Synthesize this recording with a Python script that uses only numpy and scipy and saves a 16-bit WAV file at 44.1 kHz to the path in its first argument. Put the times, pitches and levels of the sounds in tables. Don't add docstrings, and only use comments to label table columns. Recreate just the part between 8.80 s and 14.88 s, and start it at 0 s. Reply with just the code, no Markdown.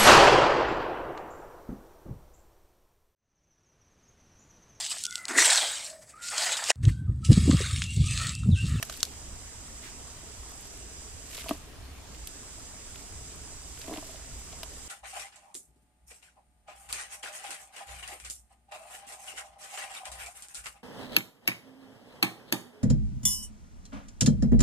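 import sys
import numpy as np
from scipy import signal
from scipy.fft import rfft, irfft, next_fast_len
from scipy.io import wavfile
from scipy.ndimage import uniform_filter1d, map_coordinates

SR = 44100
rng = np.random.default_rng(int(sys.argv[2]) if len(sys.argv) > 2 else 0)


def file_out(sig):
    cols = np.atleast_2d(sig).T
    lim = np.clip(cols, -1, 1)
    pcm = np.round(lim * 32767).astype(np.int16)
    wavfile.write(sys.argv[1], SR, pcm)


N = 268128

# t/s, relative level/dB, body/dB, crack f/Hz, fizz/dB
FIBRE_SNAPS = [(0.0264, -8, 5, 4770, 6.5), (.050, -27, -15, 6400, 8), (0.0965, -16.5, 4, 4500, -1),
               (0.124, -20.5, -2, 4570, 2), (0.1387, -24, -12, 4300, -16), (0.165, -27, -6, 5500, 4),
               (0.172, -24.5, -10, 6600, 9), (0.203, -17.5, -21, 4400, -22),
               (0.229, -0.8, -9.5, 5270, -3.5), (0.2507, -20.5, -19, 5250, 1), (2.546, -21.5, -8, 5200, -1),
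               (2.568, -23, -10, 4300, 1), (2.577, -23, -8, 3000, 0), (2.585, -25, -9, 3300, -4),
               (2.594, -31, -6, 2400, -8), (2.608, -28, -12, 2650, -14), (2.619, -29, -12, 2900, -14),
               (2.641, -28, 7, 2900, 7), (2.6843, -20.5, -31, 3140, -20), (2.691, -15, -12, 3130, 1),
               (2.709, -26, -8, 2700, -16), (3.052, -34, -14, 3700, -4), (3.346, -31, -10, 3500, -10),
               (3.4718, -19, -15, 4000, 11.5), (4.157, -28, 1, 2940, -1), (4.9736, -29, 8, 4000, -1),
               (5.0146, -24, -4, 3940, -3), (5.041, -31.5, -8, 2600, -6), (5.137, -24, -9, 2500, -5),
               (5.157, -28, -6, 2300, -8), (5.1715, -24.5, -7, 2920, -7), (5.181, -30, -3, 2300, -8),
               (5.357, -29.5, -4, 3750, -15), (5.726, -30, -14, 3300, -14), (5.831, -17, -6, 3680, 0)]
# f/Hz, level/dB
SNAP_BODY = [(150, -10), (420, -17), (670, 3.5), (900, -19), (1250, 1.5), (1600, 2.5), (1950, -8.5),
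             (2450, -7.5), (2950, -2), (3400, -7), (4200, -11), (9000, -43)]
# f/Hz, level/dB
SNAP_FIZZ = [(2000, -23), (7500, -19.5), (10000, -7), (11800, -8), (14000, -11.5), (16000, -28)]
# f/Hz, width/Hz, level/dB
SHEATH_MODES = [(212, 22, 3.5), (247, 28, 7.5), (287.6, 41, 11), (403, 47, 2.5), (553, 41, -2),
                (648, 64, 8), (982, 110, 2), (1130, 44, -4), (1500, 78, -18), (1594, 71, -2),
                (2920, 320, -17.5)]
# t/s, relative level/dB, lowest f/Hz, highest f/Hz
SOFT_BLOWS = [(2.580, -21.5, 500, 950), (2.642, -28.5, 180, 900), (2.660, -23, 500, 1000),
              (2.666, -23.5, 500, 950), (2.692, -16.5, 450, 850), (2.697, -21, 150, 400),
              (2.709, -9.5, 165, 1270), (2.7122, -13.5, 188, 900), (2.735, -28, 150, 450),
              (5.162, -20, 450, 850), (5.226, -22.5, 550, 900), (5.293, -28, 550, 800),
              (5.344, -24, 600, 800), (5.73, -27, 600, 800), (5.831, -18, 650, 900)]
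# start t/s, end t/s, gap/s, first knock's relative level/dB
JUDDER_RUNS = [(5.080, 5.133, .0152, -21), (5.132, 5.137, .0152, -22), (5.176, 5.188, 0.0066, -21)]
# t/s, length/s, level/dB
HAND_DRAGS = [(2.715, 0.04, -50.5), (5.04, 0.16, -52.5), (5.11, 0.034, -42), (5.255, 0.083, -56)]
# f/Hz, level/dB
SKIN = [(150, -11), (215, -8), (275, -4), (450, 1), (700, -2.5), (1000, -8), (3000, -20), (8000, -22)]
# f/Hz, level/dB
PALM_HISS = [(700, -31), (1700, -5.5), (3600, -12), (5000, -14), (12000, -24)]
# strongest t/s, half length/s, relative level/dB
LEAF_BRUSHES = [(.17, 0.13, -53), (1.83, .13, -71), (2.547, .012, -54), (2.59, 0.095, -47),
                (2.714, 0.042, -46.5), (4.206, 0.049, -58), (5.11, 0.16, -53.5), (5.292, 0.051, -57),
                (5.87, 0.45, -65.5)]
# f/Hz, level/dB
LEAF_CRACKLE = [(400, -3), (1000, -22), (1800, 3.5), (2900, 5), (5000, 2), (8000, -0.5), (13000, -1.5),
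                (15500, -18)]
# t/s, relative level/dB
FILM_TICKS = [(1.6916, -45), (1.716, -42), (1.7554, -45), (1.8073, -41), (1.8154, -45), (1.8502, -42),
              (1.8692, -42), (1.948, -51), (1.9734, -44), (4.2033, -48), (4.2258, -49), (4.557, -43),
              (4.9891, -38), (5.0624, -41), (5.247, -50), (5.894, -46), (6.0362, -47)]
# f/Hz, level/dB
FILM = [(2000, -34), (7000, -13), (10000, 4), (11800, 7), (14000, 0), (16000, -16)]
# f/Hz, width/Hz, level/dB
TYMBAL_BANDS = [(3750, 2500, -16.5), (4930, 180, -2.5), (5180, 160, -6), (5680, 160, -6), (5930, 120, 0),
                (6230, 270, -5.5), (6690, 250, -4.5), (6950, 210, -1), (7394, 190, 1), (7690, 180, 2.5),
                (8010, 176, 1), (8350, 240, -3.5), (8660, 170, -5.5), (9200, 200, -7.5), (9580, 1130, -14)]
# f/Hz, level/dB
STREAM_WASH = [(90, -1), (170, 0), (280, -1), (360, -4), (430, -1.5), (510, -8.5), (670, -5), (850, -9),
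               (1100, -7.5), (1500, -10), (3000, -10.5), (5000, -13.5), (9000, -15), (15000, -26)]
# f/Hz, left over right/dB
STREAM_LEAN = [(150, -1), (400, -0.5), (800, 4.5), (1500, 1.5), (2200, 0), (6000, -2), (13000, -1)]
# f/Hz, level/dB
AIR_RUMBLE = [(11, -16), (18, 2), (38, -3.5), (59, 5), (79, -1.5), (118, -10.5), (139, -11), (200, -39),
              (260, -14.5), (440, -120)]
# strongest t/s, half length/s, rise/dB
RUMBLE_SWELLS = [(0.503, 0.24, 4.5), (1.61, 0.061, 4), (2.362, 0.039, 6.5), (2.97, 0.089, 7.5),
                 (4.343, 0.046, 4), (4.587, 0.36, 2.5), (5.545, 0.05, 10)]
# f/Hz, correlation/0-1
LIKENESS = [(100, 0.9), (300, 0.33), (1000, 0.35), (2000, 0.21), (4000, 0)]


def snaps(give_s=0.001103, echo_s=0.0021, echo=0.22, far_db=-20, gain_db=6, octaves=0.71):
    out, f = np.zeros((2, N)), np.fft.rfftfreq(1024, 1 / SR)
    for s, db, body_db, hz, fizz_db in FIBRE_SNAPS:
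        ragged = np.clip(0.93 * (1 - amp(db - 0.5) ** 2), .05, .97)
        clean = np.sqrt(1 - ragged)
        burst = np.sqrt(ragged) * scatter(t60=0.023, alike=0.63)
        burst += amp(far_db) * scatter(t60=0.21, alike=0.17)
        burst[[0, 1], [0, 1]] += clean
        burst[:, round(echo_s * SR)] += echo * clean
        fibre = 1 / (1 + (np.log2((f + 1) / hz) / octaves) ** 4)
        body = amp(body_db + along(SNAP_BODY, f))
        fizz = amp(fizz_db + along(SNAP_FIZZ, f))
        crack = pulse(np.sqrt(fibre ** 2 + body ** 2 + fizz ** 2))
        add(out, s + give_s, amp(db + gain_db) * signal.fftconvolve(burst, crack[None], axes=1))
    return panned(out, left_db=-1.5)


def hollow(x):
    return filtered(x, lambda f: sum(amp(db) * 1j * f * width / (hz * hz - f * f + 1j * f * width)
                                     for hz, width, db in SHEATH_MODES))


def blow(low_hz, top_hz, loose=0.39):
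    force = loose * scatter(t60=0.038, alike=0.82)
    force[:, 0] -= 1
    flesh = signal.butter(3, top_hz, fs=SR, output="sos")
    touch = signal.butter(4, low_hz, "high", fs=SR, output="sos")
    return signal.sosfilt(np.vstack([flesh, touch]), force)


def thumps(give_s=0.00074, grow_db=0.7, judder_hz=(243, 890)):
    knocks = [(s, db + grow_db * k, *judder_hz)
              for start, end, gap, db in JUDDER_RUNS for k, s in enumerate(np.arange(start, end, gap))]
    blows = np.zeros((2, N))
    for s, db, low_hz, top_hz in SOFT_BLOWS + knocks:
        add(blows, s + give_s, amp(db) * blow(low_hz, top_hz))
    return hollow(blows) / np.abs(hollow(signal.unit_impulse(N))).max()


def drag(slip_hz=139):
    cycles = np.cumsum(slip_hz * np.exp(.1 * wobble(90))) / SR
    slips = np.diff(np.floor(cycles), prepend=0) * amp(1.7 * wobble(60))
    hiss = 0.065 * rng.standard_normal(N) + 0.34 * rng.standard_normal((2, N))
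    force = coloured(unit(slips) + hiss, SKIN)
    push = sum(amp(db) * stroke(s, length, attack_s=0.0088, release_s=0.0027)
               for s, length, db in HAND_DRAGS)
    return push * unit(hollow(force))


def palm(level_db=-48):
    push = stroke(start_s=1.015, length_s=0.063, attack_s=0.017, release_s=0.026)
    return panned(amp(level_db) * push * rush(PALM_HISS, patchy_db=1.0), left_db=-2.5)


def leaves(grains_per_s=5000, spread_db=3.5, gain_db=-1, rest_db=-69):
    grains = (rng.random((2, N)) < grains_per_s / SR) * rng.choice([-1, 1], (2, N))
    grains = grains * amp(spread_db * np.minimum(rng.standard_normal((2, N)), 2))
    clumps = amp(3.6 * np.minimum(wobble(140), 1.5))
    crackle = coloured(grains + 0.14 * grains[::-1], LEAF_CRACKLE) * clumps
    motion = sum(amp(db) * swell(s, half_length) for s, half_length, db in LEAF_BRUSHES)
    return panned((amp(rest_db) + amp(gain_db) * motion) * crackle + wet_ticks(motion), left_db=-1.0)


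def wet_ticks(motion, top_per_s=40, stray_db=-34, spread_db=3, gain_db=11, give_s=.0015):
    strength = (motion / motion.max()) ** 0.3
    strays = (rng.random(N) < top_per_s / SR) * strength
    strays *= amp(stray_db + spread_db * np.clip(rng.standard_normal(N), -2, 2))
    ticks = signal.fftconvolve(strays[None], scatter(t60=.016, alike=0.32), axes=1)[:, :N]
    for s, db in FILM_TICKS:
        add(ticks, s + give_s, amp(db + gain_db) * scatter(t60=.016, alike=.5))
    spray = pulse(amp(along(FILM, np.fft.rfftfreq(1024, 1 / SR))))
    return signal.fftconvolve(ticks, spray[None], axes=1)[:, :N]


def tymbal_bands(f, ripple_db=2.5):
    power = sum(amp(db) ** 2 / (1 + 2 * ((f - hz) / width) ** 2) ** 2 for hz, width, db in TYMBAL_BANDS)
    teeth_hz = np.arange(0, SR / 2, 20)
    return np.sqrt(power) * amp(ripple_db * np.interp(f, teeth_hz, rng.standard_normal(len(teeth_hz))))


def insects(level_db=-48, lag_s=.000075, pause_s=2.68, run_down_s=0.23, resume_s=3.1, start_up_s=.44):
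    t = np.arange(N) / SR
    delay_s = np.array([[lag_s], [0]])
    near = filtered(rng.standard_normal(N), lambda f: tymbal_bands(f) * np.exp(-2j * np.pi * f * delay_s))
    far = filtered(rng.standard_normal((2, N)), tymbal_bands)
    song = np.sqrt(0.5) * (unit(near) + unit(far))
    effort = np.clip(1 - (t - pause_s) / run_down_s, 0, 1) + np.clip((t - resume_s) / start_up_s, 0, 1)
    resumed = t > resume_s
    pitch_sag = .2 * resumed * (1 - effort) ** 2 * (1 + .5 * wobble(150))
    clock = np.cumsum(1 - pitch_sag) - 1
    chorus = np.array([map_coordinates(side, [clock]) for side in song])
    gain = effort * amp(level_db + 0.7 * resumed + 0.43 * wobble(10))
    return panned(gain * chorus, left_db=-4.0)


def stream(wash_db=-50.5, bubble_db=-61):
    water = amp(wash_db) * rush(STREAM_WASH, patchy_db=1.44) + amp(bubble_db) * bubbles()
    return filtered(water, lambda hz: panned(1, left_db=along(STREAM_LEAN, hz)))


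def bubbles(count=1800, pitch_hz=850, cycles=6, spread_db=4):
    out, t = np.zeros((2, N)), np.arange(SR // 30) / SR
    for when, (pitch, size, side) in zip(rng.random(count), rng.standard_normal((count, 3))):
        hz = np.clip(pitch_hz * np.exp(.65 * pitch), 250, 5000)
        age = t * hz / cycles
        rise = 1 + 0.075 * np.minimum(age, 1)
        ring = np.sin(2 * np.pi * hz * t * rise) * np.exp(-2 * age) * (1 - np.exp(-10 * age))
        add(out, when * N / SR, panned(amp(spread_db * min(size, 2)) * ring, left_db=3.1 * side))
    return unit(out)


def rumble(level_db=-50, restless_db=0.1):
    rise_db = sum(db * swell(s, half_length) for s, half_length, db in RUMBLE_SWELLS)
    gain = amp(level_db + rise_db + restless_db * wobble(7.15))
    return panned(gain * rush(AIR_RUMBLE, patchy_db=0.5), left_db=-2.0)


def rush(spectrum, patchy_db):
    def mid_side(hz):
        angle = np.arccos(along(LIKENESS, hz)) / 2
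        return np.array([np.cos(angle), np.sin(angle)])
    cells = signal.stft(rng.standard_normal((2, N)), nperseg=512)[2]
    patches = uniform_filter1d(rng.standard_normal(cells.shape[1:]), size=5, axis=0)
    patches = uniform_filter1d(patches, size=9, axis=1)
    pair = signal.istft(cells * amp(patchy_db * unit(patches)), nperseg=512)[1][:, :N]
    mid, side = filtered(pair, mid_side)
    return coloured(np.array([mid + side, mid - side]), spectrum)


def scatter(t60, alike):
    t = np.arange(SR // 6) / SR
    common = np.sqrt(alike) * rng.standard_normal(len(t))
    apart = np.sqrt(1 - alike) * rng.standard_normal((2, len(t)))
    spray = (common + apart) * amp(-60 * t / t60)
    return spray / np.linalg.norm(spray, axis=1, keepdims=True)


def pulse(gain):
    cepstrum = irfft(np.log(gain + 1e-6))
    half = len(cepstrum) // 2
    cepstrum[1:half] *= 2
    cepstrum[half + 1:] = 0
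    shape = irfft(np.exp(rfft(cepstrum)))
    return shape / np.linalg.norm(shape)


def stroke(start_s, length_s, attack_s, release_s):
    t = np.arange(N) / SR - start_s
    return np.clip(t / attack_s, 0, 1) * np.exp(-np.maximum(t - length_s, 0) / release_s)


def swell(s, half_length):
    return np.exp(-((np.arange(N) / SR - s) / half_length) ** 2)


def wobble(rate):
    return map_coordinates(rng.standard_normal(int(N * rate / SR) + 4), [np.arange(N) * rate / SR])


def filtered(x, response):
    size = next_fast_len(N + SR // 2)
    return irfft(rfft(x, size) * response(np.fft.rfftfreq(size, 1 / SR)), size)[..., :N]


def coloured(x, spectrum):
    return unit(filtered(x, lambda hz: amp(along(spectrum, hz))))


def along(points, hz):
    f, values = np.transpose(points)
    return np.interp(np.log(hz + 1), np.log(f + 1), values)


def add(track, s, sound):
    i = max(0, round(s * SR))
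    track[..., i:i + sound.shape[-1]] += sound[..., :max(0, N - i)]


def panned(x, left_db):
    return x * amp([[left_db / 2], [-left_db / 2]]).reshape(2, -1)


def amp(db):
    return 10 ** (np.asarray(db) / 20)


def unit(x):
    return x / np.sqrt(np.mean(x ** 2) + 1e-20)


def scene():
    handling = snaps() + panned(thumps() + drag(), left_db=0.5) + leaves() + palm()
    return handling + insects() + stream() + rumble()


def record(dry, top_hz=15600):
    return filtered(dry, lambda hz: hz < top_hz)


dry = scene()
out = record(dry)
file_out(out)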